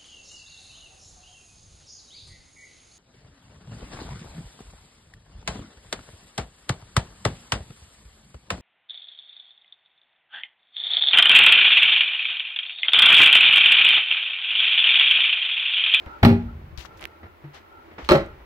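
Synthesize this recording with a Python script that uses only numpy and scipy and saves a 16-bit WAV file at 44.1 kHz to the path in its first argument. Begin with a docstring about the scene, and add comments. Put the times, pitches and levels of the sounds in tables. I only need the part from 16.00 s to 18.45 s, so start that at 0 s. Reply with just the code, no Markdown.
"""Two cabinet doors in a trailer kitchen

Two light doors are pushed shut close to a hand-held phone. Each snaps into its spring catch, hits the
frame and bounces: decaying panel and catch modes, a noise crack and a room tail, then boom in the thin walls.
Finger clicks are short sine bursts, finger slides grainy noise, soft bumps low swelling sines with a knock.
Shaped noise and wavering bands make the faint room hum; a limiter holds the knocks down."""
import sys
import numpy as np
from scipy import signal
from scipy.fft import rfft, irfft
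from scipy.io import wavfile
from scipy.ndimage import uniform_filter1d

SR = 44100
rng = np.random.default_rng(int(sys.argv[2]) if len(sys.argv) > 2 else 0)


def decibels_to_gain(level_db):
    """Convert a level in decibels to a linear amplitude gain (20 dB per decade)."""
    exponent = np.asarray(level_db, float) / 20
    return 10 ** exponent


def master_out(mix):
    """Clip the mix to full scale and print it as 16-bit PCM to the path in sys.argv[1]."""
    frames = np.transpose(np.atleast_2d(mix))
    ceiling = np.clip(frames, -1, 1)
    pcm = np.round(ceiling * 32767).astype(np.int16)
    wavfile.write(sys.argv[1], SR, pcm)


N = 108045  # length in samples

# How alike the two microphone ports hear doors and knocks. Each row: frequency in Hz, likeness from 0 to 1.
DOOR_LIKENESS = [(100, 1), (300, .98), (700, .8), (1500, .5), (3000, .4), (14000, .4)]
# How alike the ports hear room air and finger slides. 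Each row: frequency in Hz, likeness from 0 to 1.
AIR_LIKENESS = [(60, 1), (150, 0.42), (300, 1), (700, 0.35), (1500, 0.15), (5000, 0.1), (14000, .1)]
DOOR_LAG_S, AIR_LAG_S = 0.00017, 0.00044  # the left port hears later


def evened(x):
    """Scales to rms 1."""
    return x / np.sqrt(np.mean(x ** 2) + 1e-20)


def read(points, hz):
    """Table lookup on a log-frequency axis."""
    f, value = np.transpose(points)
    return np.interp(np.log(hz + 1), np.log(f + 1), value)


def add(mix, start_s, sound):
    """Mixes a sound in at its start time, cut off at the end of the mix."""
    part = mix[..., round(start_s * SR):][..., :sound.shape[-1]]
    part += sound[..., :part.shape[-1]]


def colour(noise, table):
    """Noise given the table's spectrum, rms 1."""
    hz = np.fft.rfftfreq(len(noise), 1 / SR)
    return evened(irfft(rfft(noise) * decibels_to_gain(read(table, hz)), len(noise)))


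def ports(a, b, likeness, lag_s):
    """Two microphone ports: the left hears a, the right hears a blended with b, earlier by the lag."""
    hz = np.fft.rfftfreq(len(a), 1 / SR)
    c = np.clip(read(likeness, hz), 0, 1)
    blend = c * rfft(a) + np.sqrt(1 - c ** 2) * rfft(b)
    right = irfft(blend * np.exp(2j * np.pi * hz * lag_s), len(a))
    return np.array([a, right])


def pan(x, db):
    """Left-right balance; positive leans left."""
    return x * decibels_to_gain(np.array([[db / 2], [-db / 2]]))


def resonate(x, hz, width):
    """A resonance applied twice, rms 1; width in Hz is that of one pass."""
    b, a = signal.iirpeak(hz, hz / width, SR)
    twice = signal.lfilter(b, a, signal.lfilter(b, a, x))
    return evened(twice)


def air():
    """Room air is broadband noise; narrow noise bands that waver in level make the hum in it."""
    # Spectrum of the air. Each row: frequency in Hz, relative level in dB per Hz.
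    air_tone = [(20, -28), (50, -3), (84, -5.5), (170, -18.5), (350, -4), (480, -10.5), (1140, -11),
                (1350, -15), (2000, -15.5), (4000, -29), (7100, -42), (12000, -62)]
    # Air level between 200 and 3000 Hz, before the port blend. Each row: time in seconds, rms in dB.
    air_level = [(0.0, -48.5), (0.14, -46.5), (0.28, -51), (0.38, -48), (0.57, -52.5), (0.81, -53),
                 (0.93, -49.5), (1.3, -54), (2.01, -50.5), (2.16, -50.5), (2.31, -50), (2.45, -53)]
    # Hum bands. Each row: centre in Hz, width of one filter pass in Hz, level in dB before waver and swell.
    hum_bands = [(79.9, 15, -63.5), (331, 23, -69.5), (591, 38, -76), (875, 270, -71), (1355, 183, -63)]
    # Swell of the hum bands above 500 Hz. Each row: time in seconds, change in dB.
    hum_swell = [(0, -6), (.1, 14), (.17, 16), (.22, -13.5), (.5, 9), (0.618, -18), (.82, -16), (.92, 10),
                 (1.0, -1.5), (1.25, 4), (1.4, -14), (1.58, -8), (1.65, 5.5), (1.8, 12), (1.9, -10),
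                 (2.1, -10), (2.3, 13), (2.45, -31)]
    waver_db, waver_s = 3, 0.08  # rms depth, smoothing time
    now = np.arange(N) / SR
    level = np.interp(now, *np.transpose(air_level))
    swell = np.interp(now, *np.transpose(hum_swell))
    wavers = []  # shared by both ports
    for noise in rng.standard_normal((len(hum_bands), N)):
        slow = uniform_filter1d(noise, round(waver_s * SR))
        wavers.append(evened(uniform_filter1d(slow, 1000)))
    middle = signal.butter(4, [200, 3000], "band", fs=SR, output="sos")
    pair = []
    for noise in rng.standard_normal((2, N)):
        bed = colour(noise, air_tone)
        bed = bed / np.std(signal.sosfilt(middle, bed))
        sound = bed * decibels_to_gain(level)
        for (hz, width, db), waver in zip(hum_bands, wavers):
            band_db = db + waver_db * waver + (hz > 500) * swell
            sound = sound + resonate(noise, hz, width) * decibels_to_gain(band_db)
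        pair.append(sound)
    return ports(*pair, AIR_LIKENESS, AIR_LAG_S)


def clicks():
    """A finger clicks on the phone: a few cycles at the click's pitch with a sharp noise edge."""
    # Each row: start in seconds, envelope peak in dB before panning, pitch in Hz, left over right in dB.
    click_list = [(0.776, -36, 4540, 28), (0.851, -32, 1300, 12.5), (.975, -45.5, 4830, 12),
                  (0.995, -38, 2680, -13.5), (1.011, -38, 9600, -16), (1.02, -42, 2770, 31),
                  (1.027, -29, 2220, -15), (1.032, -45.5, 6400, -9), (1.0407, -29, 2930, -18),
                  (1.054, -19.5, 2360, -12.5), (1.074, -46, 9800, -2), (2.048, -30.5, 2930, 7),
                  (0.062, -37.5, 2580, -7), (1.546, -44.5, 9200, -4), (2.263, -46.5, 7000, 2)]
    width, edge_db = 0.6, -11  # damping against pitch; edge against the click's level
    out, t = np.zeros((2, N)), np.arange(300) / SR
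    for s, db, hz, pan_db in click_list:
        u = np.pi * width * hz * t
        body = np.sin(2 * np.pi * hz * t) * u * np.exp(1 - u)
        edge = decibels_to_gain(edge_db) * rng.standard_normal((2, len(t))) * np.exp(-t / 0.00021)
        add(out, s, decibels_to_gain(db) * pan(body + edge, pan_db))
    return out


def bumps():
    """A soft bump is a low push that swells and dies, with a dull noise knock on top."""
    # Each row: start in seconds, push peak in dB before panning, pitch in Hz, time to the peak in seconds,
    # knock level in dB before its rise and decay, left over right of the push in dB.
    bump_list = [(0.063, -32.5, 68, 0.0057, -40, 2), (0.22, -32.5, 152, 0.0097, -57, 1.5),
                 (0.422, -33, 58.8, 0.029, -65, 1), (0.726, -40, 87, 0.0066, -64, 16),
                 (.778, -37.5, 65, 0.006, -49, 20), (1.031, -47.5, 70, 0.011, -42, -15),
                 (1.23, -39.5, 80.8, 0.023, -40.5, -0.5), (1.262, -42, 84.3, .015, -48, -0.5),
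                 (1.436, -35.5, 145, 0.02, -58.5, 1.5), (1.44, -45.5, 326, 0.014, -45, 0),
                 (1.911, -54, 87, 0.019, -45, 0), (1.981, -48, 97, 0.0058, -32.5, 2),
                 (2.025, -34, 61, 0.016, -55, -1.5), (2.188, -45, 55.3, 0.027, -65, 1),
                 (2.4, -47, 51.4, 0.033, -47.5, 0)]
    # Spectrum of the knock. Each row: frequency in Hz, relative level in dB per Hz.
    knock_tone = [(88, -22), (150, -6), (492, -7), (1540, -14), (2010, -12.5), (2530, -22.5), (2860, -23.5),
                  (6000, -42.5), (7800, -83.5), (13200, -120)]
    knock_t60_s, knock_rise_s = 0.17, 0.0012
    out, t = np.zeros((2, N)), np.arange(SR // 4) / SR
    for s, db, hz, peak_s, knock_db, pan_db in bump_list:
        swell = t / peak_s * np.exp(1 - t / peak_s)
        push = np.sin(2 * np.pi * hz * t) * decibels_to_gain(db) * swell
        a, b = (colour(noise, knock_tone) for noise in rng.standard_normal((2, len(t))))
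        shape = decibels_to_gain(knock_db - 60 * t / knock_t60_s) * (1 - np.exp(-t / knock_rise_s))
        knock = ports(a, b, DOOR_LIKENESS, DOOR_LAG_S) * shape
        add(out, s, pan(push, pan_db) + knock)
    return out


def ring(modes, t, rise_s, spread_db=1.5):
    """Decaying modes after one blow; random mode levels and signs make each blow a little different."""
    hz, db, t60 = np.transpose(modes)[:, :, None]
    luck = rng.standard_normal((len(modes), 2))
    wave = np.sin(2 * np.pi * hz * t) * np.sign(luck[:, :1])
    decay = decibels_to_gain(db + spread_db * luck[:, 1:] - 60 * t / t60)
    return (decay * wave).sum(0) * (1 - np.exp(-t / rise_s))


def room(x):
    """Direct sound and a dense tail whose bands die at their own speed, heard by both ports."""
    # Decay of the room. Each row: frequency in Hz, time to fall 60 dB in seconds.
    room_t60 = [(100, 0.28), (260, 0.34), (700, 0.26), (1840, 0.31), (4850, 0.24), (12800, 0.23)]
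    # Tail against direct sound. Each row: frequency in Hz, level in dB.
    tail_send = [(60, -16), (250, -7.5), (700, -4), (2000, -3.5), (6000, -2.5), (15000, -6)]
    # Balance of the doors at the microphone. Each row: frequency in Hz, left over right in dB.
    door_balance = [(60, 1), (110, 0.5), (200, 0.0), (380, -0.5), (700, 0.0), (1290, 1), (2380, -4),
                    (4400, 0.5), (8120, 1.5), (15000, -2)]
    size = SR // 2
    hz, t, z = signal.stft(rng.standard_normal((2, size)), SR, nperseg=256)
    t60 = read(room_t60, hz)[:, None]
    decay = decibels_to_gain(read(tail_send, hz)[:, None] - 60 * t / t60)
    z = z * decay * np.sqrt(6 * np.log(10) / (t60 * SR))  # long and short decays carry equal energy
    fade_in = np.minimum(np.arange(size) / (0.0032 * SR), 1)
    tail = signal.istft(z, SR, nperseg=256)[1][:, :size] * fade_in
    wet = x + signal.fftconvolve(x[:1], tail, axes=1)[:, :N]  # the first row feeds both tails
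    a, b = np.pad(wet, ((0, 0), (0, 4096)))
    balance_db = read(door_balance, np.fft.rfftfreq(len(a), 1 / SR))
    tilt = decibels_to_gain(np.outer([0.5, -0.5], balance_db))
    heard = ports(a, b, DOOR_LIKENESS, DOOR_LAG_S)
    return irfft(rfft(heard) * tilt, len(a))[:, :N]


def doors():
    """Every blow rings panel and spring catch and cracks; each door has a room tail of its own."""
    # Blows of each door. Each row: start in seconds, panel, catch and crack gain in dB.
    first_blows = [(.2295, -11.5, -37.5, -11.5), (.2325, -6, -61.5, -11.5), (.249, -7, -25, -6),
                   (.266, -9, -47, -42), (.284, -12.5, -52.5, -24), (.302, -16, -43, -35),
                   (.311, -17.5, -60.5, -36.5), (.327, -22, -46, -47)]
    second_blows = [(2.0895, -30, -18.5, -10.5), (2.098, -24, -35, -16.5), (2.1095, -13, -21, -14),
                    (2.1175, -11.5, -41, -9), (2.125, -12, -55, -20), (2.144, -15.5, -56, -26),
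                    (2.153, -15, -56, -20.5)]
    # Panel modes. Each row: frequency in Hz, level in dB before blow gain and spread, t60 in seconds.
    first_panel = [(98.9, -4, 0.21), (116.5, 2, 0.09), (178.6, -10, 0.28), (233.7, -2, 0.31),
                   (305, -10.5, 0.16), (390.5, -14.5, 0.22), (527, -3, 0.033), (661, -9.5, 0.12),
                   (836.6, -8.5, 0.091), (1080, -28, 0.065), (1300, -27, 0.041), (2008, -32.5, 0.077),
                   (2455, -11.5, 0.021)]
    second_panel = [(143.3, 0, 0.09), (214, -17, 0.22), (325.2, 1, 0.12), (369, -1, 0.086),
                    (419.6, -2.5, 0.083), (553, 2, 0.052), (602.6, -3.5, 0.097), (647, -8, 0.092),
                    (807, -6.5, 0.1), (894, -15.5, 0.12), (1125, -35, .06), (1404, -27, 0.059),
                    (1900, -15, 0.064)]
    # Modes of the spring catch. Each row: frequency in Hz, level in dB as above, t60 in seconds.
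    catch_modes = [(4164, 6, 0.017), (5480, -6.5, 0.01), (8000, -10.5, 0.017), (10570, -16, 0.009)]
    # Spectrum of each crack against the frame. Each row: frequency in Hz, relative level in dB per Hz.
    first_crack = [(120, -31), (200, 3.5), (420, -22.5), (849, -9.5), (1040, -13), (1880, -15),
                   (3230, -23.5), (4030, -27), (8610, -50.5), (15000, -37.5), (16800, -64)]
    second_crack = [(120, -33), (200, -12), (369, -8), (692, -11), (1300, -8), (1510, -12), (2890, -18),
                    (4180, -23.5), (8940, -46), (15000, -42), (16800, -52)]
    panel_rise_s, catch_rise_s = 0.002, 0.0001
    crack_rise_s, crack_t60_s, crack_grain_db = 0.00059, 0.055, 1.5
    out, t = np.zeros((2, N)), np.arange(SR // 2) / SR
    crack_shape = decibels_to_gain(-60 * t / crack_t60_s) * (1 - np.exp(-t / crack_rise_s))
    both_doors = ((first_blows, first_panel, first_crack), (second_blows, second_panel, second_crack))
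    for blows, panel_modes, crack_tone in both_doors:
        door = np.zeros((2, N))  # main sound, and the part blended into the right port
        for s, panel_db, catch_db, crack_db in blows:
            grain = decibels_to_gain(crack_grain_db * rng.exponential(1, len(t)))
            grains = rng.standard_normal((2, len(t))) * grain
            crack = np.array([colour(noise, crack_tone) for noise in grains])
            crack = crack * decibels_to_gain(crack_db) * crack_shape
            panel = decibels_to_gain(panel_db) * ring(panel_modes, t, panel_rise_s) * [[1], [0]]  # main row only
            catch = decibels_to_gain(catch_db) * ring(catch_modes, t, catch_rise_s)
            add(door, s, panel + catch + crack)
        out = out + room(door)
    return out


def booms():
    """The thin walls shake after each door: low resonant noise that dies away."""
    # Each row: start in seconds, level in dB before rise and decay, pitch in Hz, t60 in seconds.
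    boom_list = [(.235, -27, 66, 1.53), (2.101, -30, 57, 0.74)]
    width_hz = 85  # of one filter pass
    out, t = np.zeros(N), np.arange(SR) / SR
    for s, db, hz, t60 in boom_list:
        shake = resonate(rng.standard_normal(SR), hz, width_hz)
        shape = decibels_to_gain(db - 60 * t / t60) * (1 - np.exp(-t / 0.005))
        add(out, s, shake * shape)
    return out


def slides():
    """Skin rubs on the phone: a grainy hiss, rising and fading."""
    # Each row: start in seconds, rise in seconds, time to fade by 14 dB in seconds, level in dB before
    # shape and panning, left over right in dB, brightness in dB per octave.
    slide_list = [(0.7752, 0.00072, 0.082, -44, 10.5, 2), (0.854, 0.0012, 0.013, -43.5, 12, 1),
                  (0.966, 0.0091, 0.038, -58.5, 4, 7.5), (1.002, 0.01, 0.058, -42, 2, -3.5),
                  (1.53, 0.019, 0.07, -43, 3.5, -1.5), (1.981, .003, 0.11, -45.5, 3, -3),
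                  (2.039, 0.015, 0.055, -45.5, 3, 0)]
    # Spectrum of rubbing before the brightness. Each row: frequency in Hz, relative level in dB per Hz.
    slide_tone = [(300, -14), (700, 0), (1500, -1.5), (3000, -1.5), (6000, -11), (9000, -25), (12000, -27),
                  (16000, -28)]
    grain_db = 2.5
    out = np.zeros((2, N))
    for s, rise_s, length_s, db, pan_db, bright_db in slide_list:
        t = np.arange(0, 2 * length_s, 1 / SR)
        tone = [(hz, level + bright_db * np.log2(hz / 3000)) for hz, level in slide_tone]
        pair = []
        for _ in range(2):
            grain = decibels_to_gain(grain_db * rng.exponential(1, len(t)))
            pair.append(colour(rng.standard_normal(len(t)) * grain, tone))
        shape = np.minimum(t / rise_s, 1) * decibels_to_gain(-14 * (t / length_s) ** 2)
        rub = shape * ports(*pair, AIR_LIKENESS, AIR_LAG_S)
        add(out, s, decibels_to_gain(db) * pan(rub, pan_db))
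    return out


def scene():
    """All sources in the kitchen."""
    return air() + clicks() + bumps() + doors() + booms() + slides()


def hiss(shape):
    """Microphone hiss: steady noise, independent in each port."""
    # Each row: frequency in Hz, relative level in dB per Hz.
    hiss_tone = [(3000, -12), (7000, -8), (10000, -3), (13000, 1.5), (15500, 4.5), (17000, -3)]
    return decibels_to_gain(-72) * np.array([colour(noise, hiss_tone) for noise in rng.standard_normal(shape)])


def limit(x):
    """Turns both ports down by a share of the excess of a held level, which falls back steadily."""
    limit_db, share, fall_db_per_s = -9.5, 0.38, 204  # the fall is that of the held level
    power = uniform_filter1d((x ** 2).mean(0), 300)
    power_db = 10 * np.log10(abs(power) + 1e-12)
    fall = np.arange(N) * fall_db_per_s / SR
    held_db = np.maximum.accumulate(power_db + fall) - fall
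    over_db = np.maximum(held_db - limit_db, 0)
    return x / decibels_to_gain(share * uniform_filter1d(over_db, 100))


def top_cut(x):
    """Nothing passes above the cut-off."""
    return signal.sosfilt(signal.butter(12, 16940, fs=SR, output="sos"), x)


def record(dry):
    """The phone adds hiss, limits, clips at full scale and cuts the treble above 15900 Hz."""
    held = np.clip(limit(dry + hiss(dry.shape)), -1, 1)
    low_pass = signal.firwin(255, 15900, window=("kaiser", 6), fs=SR)
    mix = signal.oaconvolve(held, low_pass[None], "same")
    return top_cut(mix)


dry = scene()
out = record(dry)
master_out(out)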